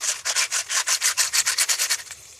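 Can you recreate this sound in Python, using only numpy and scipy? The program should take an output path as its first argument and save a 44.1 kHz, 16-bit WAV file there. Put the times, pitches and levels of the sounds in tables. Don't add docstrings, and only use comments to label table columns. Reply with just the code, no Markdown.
import sys
import numpy as np
from scipy import signal
from scipy.io import wavfile

SR = 44100
rng = np.random.default_rng(int(sys.argv[2]) if len(sys.argv) > 2 else 0)


def transcribe(signal):
    frames = np.atleast_2d(signal).T
    limited = np.clip(frames, -1, 1)
    pcm = np.round(limited * 32767).astype(np.int16)
    wavfile.write(sys.argv[1], SR, pcm)


def to_linear_factor(level_db):
    exponent = np.asarray(level_db, float) / 20
    return 10 ** exponent


N = 105443
T = np.arange(N) / SR

# start_s, length_s, level_db, board_share_db, lean (under 1 peaks late, over 1 early)
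STROKES = [(0.015, 0.12, -18, -7.5, 1.02), (0.255, 0.08, -22, -2, 1.17), (0.347, 0.13, -20, -3.5, 1.21),
           (0.508, 0.13, -22.5, -4, 1.16), (0.696, 0.14, -19, -4, 1.22), (0.863, 0.12, -17, -6.5, 1.01),
           (1.009, 0.13, -15.5, -8.5, 1.21), (1.169, 0.14, -20.5, -7.5, 1.24),
           (1.327, 0.097, -16, -8.5, 0.99), (1.455, 0.096, -18.5, -5, 1.055),
           (1.568, 0.083, -14.5, -6.5, 0.95), (1.682, 0.081, -17.5, -7, 0.99),
           (1.778, 0.091, -16, -7, 1.02), (1.891, 0.069, -19, -7.5, 1.03), (1.984, 0.044, -33.5, 0, 1.27)]
# start_s, length_s, level_db, board_share_db, lean
BRUSHES = [
    (0.122, 0.041, -38.5, 3, 0.73),
    (0.173, 0.069, -41, 1, 2.26),
    (0.644, 0.0075, -43, -1, 2),
    (0.665, 0.011, -43, 1.5, 1.3),
    (0.686, 0.026, -50, 10, 0.91),
    (2.058, 0.031, -35, -7, 0.9),
    (2.103, 0.027, -32.5, -5.5, 0.68),
]
# time_s, surge_db, width_s
SNAGS = [(0.041, -1.5, 0.013), (0.071, -8, 0.015), (.089, 2.5, 0.019), (0.128, 4.5, 0.0028),
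         (0.195, 7.5, 0.0057), (0.298, 5, 0.0042), (.27, -1.5, .004), (.363, 1, 0.0028), (0.386, 4, 0.011),
         (.523, 1.5, 0.0053), (0.883, 1.5, 0.0024), (0.581, -3.5, 0.0029), (.6, 2.5, 0.029),
         (0.748, -4, 0.027), (.805, 3, 0.02), (0.943, -2.5, .005), (1.012, -5, 0.0055),
         (1.027, 1.5, 0.0028), (1.034, -11, .0015), (1.041, -8, 0.0017), (1.056, -1, 0.0074),
         (1.085, 2, 0.0047), (1.11, 0.5, .012), (1.172, -2, .004), (1.181, 4, 0.004), (1.196, 8, 0.02),
         (1.225, -3, 0.005), (1.278, 0, 0.0018), (1.337, 2, .004), (1.345, -2, 0.0027), (1.353, 2, 0.0058),
         (1.385, 0.5, .008), (1.462, -2.5, .005), (1.475, 4, 0.0033), (1.484, 3, 0.023),
         (1.514, -12, 0.0036), (1.588, 4, 0.0025), (1.595, -9, 0.0026), (1.705, 3, 0.0036),
         (1.727, -7.5, 0.003), (1.573, -8, 0.0059), (1.693, 6.5, 0.0054), (1.787, -5, 0.0087),
         (1.799, 1.5, .004), (1.82, 0.5, 0.016), (1.837, 3.5, 0.0024), (1.845, -3.5, 0.0062),
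         (1.894, -7, 0.0048), (1.901, 1, 0.0028), (1.917, 3, 0.0047), (1.948, -2, .006)]
# time_s, place (about -1 to 1)
PLACE = [(0, -0.79), (.2, -1.02), (.4, -0.39), (.6, -0.29), (.8, -0.76), (.95, 0.43), (1.1, 0.28),
         (1.3, 0.86), (1.6, 0.47), (1.95, 1)]
# pitch_hz, level_db (per Hz)
GRIT_COLOUR = [(1760, -18), (3000, -9.5), (3780, 0.5), (4410, -10.5), (5070, 9.5), (8400, 5), (10900, -3.5),
               (14700, -35), (16000, -48)]
# pitch_hz, level_db (per Hz)
BOARD_COLOUR = [(150, -61), (250, -70), (496, -11.5), (807, -18.5), (1010, -3), (1170, -7.5), (1440, 0.5),
                (3170, -2.5), (4000, -9), (5200, -3), (8800, -120)]
# pitch_hz, width_hz, level_db, gain_across_pile_db
NAIL_RINGS = [(4416, 100, 3.5, 7), (5810, 70, -4.5, -8), (6180, 310, 10.5, -8.5), (6584, 39, 9.5, -6),
              (6990, 190, 5, -6.5), (8000, 130, -13, 11), (8900, 67, -41, -13)]
# pitch_hz, width_hz, level_db, gain_across_pile_db
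PANEL_RINGS = [(680, 81, -8.5, -3.5), (1064, 36, -2, -8), (1475, 39, -4, -0.5), (1874, 97, -1, 5),
               (2280, 150, 0, 4.5), (2880, 56, -11, -6)]
# time_s, width_s, pitch_hz, level_db
SQUEALS = [(.1, 0.0084, 1630, -35), (.735, 0.019, 3080, -33.5), (.425, 0.019, 2360, -24.5),
           (.39, 0.011, 5430, -26), (.56, 0.016, 1457, -31), (.78, 0.029, 1790, -33),
           (.805, .008, 3660, -33), (.895, 0.012, 1056, -34.5), (0.899, 0.0074, 1715, -32),
           (.92, 0.017, 2800, -29.5), (0.951, 0.0047, 4330, -24), (1.027, 0.0028, 4400, -24),
           (1.048, .004, 4430, -30), (1.045, 0.009, 1920, -28.5), (1.06, 0.0072, 6200, -19),
           (1.078, 0.0088, 2010, -26.5), (1.085, .006, 4860, -27), (1.102, 0.016, 1450, -29.5),
           (1.19, 0.011, 2660, -31.5), (1.19, 0.01, 1010, -33), (1.205, .012, 1790, -34),
           (1.21, .014, 4380, -29), (1.277, 0.0044, 4400, -31), (1.354, .005, 4650, -20.5),
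           (1.38, .012, 1870, -32), (1.49, 0.014, 1485, -29), (1.588, 0.0038, 4440, -19.5),
           (1.61, 0.01, 2070, -30.5), (1.706, 0.009, 7000, -21.5), (1.739, 0.016, 4470, -29),
           (1.825, 0.0079, 5850, -30), (1.84, .006, 6550, -28), (1.918, 0.0056, 4400, -21),
           (1.925, 0.016, 1800, -33.5), (2.0, 0.014, 1830, -38.5), (2.124, 0.01, 7800, -39),
           (.59, 0.0088, 6000, -26.5), (.29, 0.014, 5000, -28.5), (1.6, 0.0048, 6400, -22)]
# time_s, level_db
DRAG_LEVEL = [(0, -68), (.008, -37.5), (.21, -46.5), (.235, -55.5), (.5, -46), (1.0, -45), (1.6, -40.5),
              (1.9, -38), (2.05, -47.5), (2.25, -46), (2.39, -49)]
# pitch_hz, level_db (per Hz)
DRAG_COLOUR = [(250, -21.5), (480, -10.5), (800, -16), (1900, -17), (3150, -15.5), (6250, -4), (10400, -16),
               (13600, -18.5), (15500, -47)]
# pitch_hz, width_hz, level_db, gain_across_pile_db
DRAG_RINGS = [(1115, 73, -4.5, -9.5), (2540, 840, 6, -1.5), (3496, 79, -10, 9), (4080, 92, -4, 2),
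              (5000, 240, -9, 0), (6270, 170, 3.5, 3.5), (7300, 410, -21.5, 20)]
# time_s, body_db, crack_db, pitch_factor
TICKS = [
    (.303, -22.5, -34, 0.39),
    (.5835, -44, -26, 1.01),
    (2.1085, -22.5, -14.5, 1.07),
    (2.2548, -36, -32, 1.38),
    (2.327, -36.5, -41, 1.5),
]
# pitch_hz, level_db, fade_s (time to fall 60 dB)
TICK_MODES = [(1687, -5.5, 0.023), (2167, -7.5, 0.027), (2600, -21, 0.03)]
# pitch_hz, level_db (per Hz)
RUMBLE_COLOUR = [(15, -39), (32, -7), (86, 2), (145, 0.5), (225, -12.5), (350, -9), (460, -34), (770, -120)]
# time_s, level_db
RUMBLE_LEVEL = [(.05, -66.5), (.25, -62), (.47, -68), (.68, -65.5), (.85, -71.5), (1.1, -66), (1.19, -62),
                (1.45, -58.5), (1.65, -68.5), (1.98, -66.5), (2.18, -60.5), (2.39, -66.5)]
# pitch_hz, level_db
HUMS = [(79, 0), (106, -6)]
# pitch_hz, left_over_right_db
TILT = [(100, 0.5), (350, 1), (1400, 0.3), (2800, 1.8), (6000, 0.4), (12000, 0.3)]
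# pitch_hz, side_under_mid_db
WIDTH = [(60, -26), (250, -9.5), (700, -14), (1400, -33), (2800, -14.5), (4600, -22), (6500, -29),
         (9200, -18.5), (11500, -40), (15000, -45)]


def motion():
    overrun_s, flatness = 0.013, 1.037
    grit_power, board_power = 3.09, 1.81
    speed, grit, board = np.zeros((3, N))
    for start, length, db, board_db, lean in STROKES + BRUSHES:
        over = min(overrun_s, 0.33 * length)
        progress = np.clip((T - start + over) / (length + 2 * over), 0, 1)
        arc = np.abs(np.sin(np.pi * progress ** (1 / max(lean, 0.3))))
        stroke_speed = np.tanh(flatness * arc) / np.tanh(flatness)
        speed = np.maximum(speed, stroke_speed)
        grit += to_linear_factor(db) * stroke_speed ** grit_power
        board += to_linear_factor(db + board_db) * stroke_speed ** board_power
    snag_db = 0
    for time, db, width in SNAGS:
        side_width = np.where((T - time) * db < 0, 0.5 * width, width)
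        snag_db = snag_db + db * np.exp(-0.5 * ((T - time) / side_width) ** 2)
    snag = to_linear_factor(snag_db)
    return speed, grit * snag, board * snag


def grains(speed):
    grains_per_s, slowest_share, spread_db = 7000, 0.3, 3
    chance = grains_per_s * (slowest_share + speed) / SR
    size_db = spread_db * np.minimum(rng.exponential(1, (2, N)), 3.5)
    sizes = to_linear_factor(size_db) * rng.choice([-1, 1], (2, N))
    caught = rng.random((2, N)) < chance
    return sizes * caught / np.sqrt(chance) + 1e-18


def scratch():
    speed, grit_gain, board_gain = motion()
    catches = grains(speed)
    judder = to_linear_factor(1.24 * drift(240) + 1.07 * drift(27.6))
    top_db = 22.5 * place_on_pile() - 1 * (speed - 1)
    grit = coloured(catches, GRIT_COLOUR, 3.15, 36, top_db)
    grit = grit + to_linear_factor(-5) * resonant(catches, NAIL_RINGS, 1.34)
    board = coloured(catches, BOARD_COLOUR, 2.2, 15.3)
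    board = board + to_linear_factor(-6.5) * resonant(catches, PANEL_RINGS, 5.1)
    grit = to_linear_factor(-4.5) * grit_gain * cut(grit, 14550, "low")
    board = to_linear_factor(-3.5) * board_gain * cut(board, 378, "high")
    return judder * (grit + board)


def squeal():
    cycles = 20
    out = np.zeros((2, N))
    t = np.arange(-4096, 4096) / SR
    for time, width, hz, db in SQUEALS:
        ring = ring_at(rng.standard_normal(len(t)), hz, hz / cycles)
        swell = np.exp(-0.5 * (t / np.where(t < 0, 0.96 * width, width)) ** 2)
        start = max(int(time * SR) - len(t) // 2, 0)
        out[:, start:start + len(t)] += pair(to_linear_factor(db) * swell * rms_one(ring), hz)
    return out


def ticks():
    crack_s = 0.00033
    out = 0
    noise = signal.lfilter([0.6], [1, -0.4], rng.standard_normal(N))
    for time, body_db, crack_db, pitch in TICKS:
        age = np.maximum(T - time, 0)
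        tap = to_linear_factor(crack_db) * noise * np.exp(-age / crack_s) * (T >= time)
        for hz, mode_db, fade_s in TICK_MODES:
            fading = to_linear_factor(body_db + mode_db - 60 * age * pitch / fade_s)
            tap = tap + fading * np.sin(2 * np.pi * hz * pitch * age)
        out = out + pair(tap, 2300)
    return cut(out, [450, 13200], "band")


def drag():
    noise = rng.standard_normal((2, N))
    hiss = coloured(noise, DRAG_COLOUR, 2.6, 20)
    hiss = hiss + to_linear_factor(-4) * resonant(noise, DRAG_RINGS, 0.37)
    return to_linear_factor(np.interp(T, *np.transpose(DRAG_LEVEL))) * cut(hiss, 13800, "low")


def rumble():
    hum = 0
    for hz, db in HUMS:
        wavering_hz = hz * (1 + 0.049 * drift(4.16))
        phase = 2 * np.pi * np.cumsum(wavering_hz) / SR
        hum = hum + to_linear_factor(db + 2.0 * drift(2.0)) * np.sin(phase)
    murmur = coloured(rng.standard_normal((2, N)), RUMBLE_COLOUR, 0.88, 8)
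    low = murmur + pair(hum, 90)
    return to_linear_factor(np.interp(T, *np.transpose(RUMBLE_LEVEL))) * low


def coloured(sources, spectrum, patchy_db, patch_rate, top_db=0):
    low, high = spectrum[0][0], min(spectrum[-1][0], 0.45 * SR)
    edges = np.geomspace(low, high, int(3 * np.log2(high / low)) + 2)
    out = 0
    for k, band in enumerate(zip(edges, edges[1:])):
        hz = np.sqrt(band[0] * band[1])
        one = signal.sosfilt(signal.butter(2, band, "band", fs=SR, output="sos"), sources[k % 2])
        top = top_db * max(0, np.log2(hz / 9370))
        gain = to_linear_factor(at_hz(spectrum, hz) + top + patchy_db * drift(patch_rate))
        out = out + pair(gain * one, hz)
    return rms_one(out)


def resonant(sources, peaks, patchy_db):
    out, place = 0, place_on_pile()
    for k, (hz, width_hz, db, place_db) in enumerate(peaks):
        ring = ring_at(sources[k % 2], hz, width_hz)
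        gain = to_linear_factor(db + place_db * place + patchy_db * drift(26.6))
        out = out + pair(gain * rms_one(ring), hz)
    return rms_one(out)


def ring_at(source, hz, width_hz):
    r = np.exp(-np.pi * width_hz / SR)
    return signal.lfilter([1, 0, -1], [1, -2 * r * np.cos(2 * np.pi * hz / SR), r * r], source)


def place_on_pile():
    return np.interp(T, *np.transpose(PLACE))


def pair(mid, hz):
    side = to_linear_factor(at_hz(WIDTH, hz) - 2) * np.roll(mid, 150)
    tilt = to_linear_factor(at_hz(TILT, hz) * np.array([[0.5], [-0.5]]))
    return tilt * mid + side * [[1], [-1]]


def drift(rate):
    r = np.exp(-16 * np.pi * rate / SR)
    slow = signal.lfilter([1], [1, -2 * r, r * r], rng.standard_normal(N // 8 + 3002))
    slow = slow[3000:]
    return np.interp(np.arange(N) / 8, np.arange(len(slow)), rms_one(slow))


def at_hz(points, hz):
    pitches, levels = np.transpose(points)
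    return np.interp(np.log(hz), np.log(np.maximum(pitches, 10)), levels)


def cut(x, hz, kind):
    return signal.sosfilt(signal.butter(4, hz, kind, fs=SR, output="sos"), x)


def rms_one(x):
    return x / np.sqrt(np.mean(x ** 2) + 1e-20)


def scene():
    return scratch() + squeal() + ticks() + drag() + rumble()


def top_cut(x):
    return signal.sosfilt(signal.butter(12, 16460, fs=SR, output="sos"), x)


def record(dry):
    mix = signal.sosfilt(signal.cheby2(12, 70, 16600, fs=SR, output="sos"), dry)
    return top_cut(mix)


dry = scene()
out = record(dry)
transcribe(out)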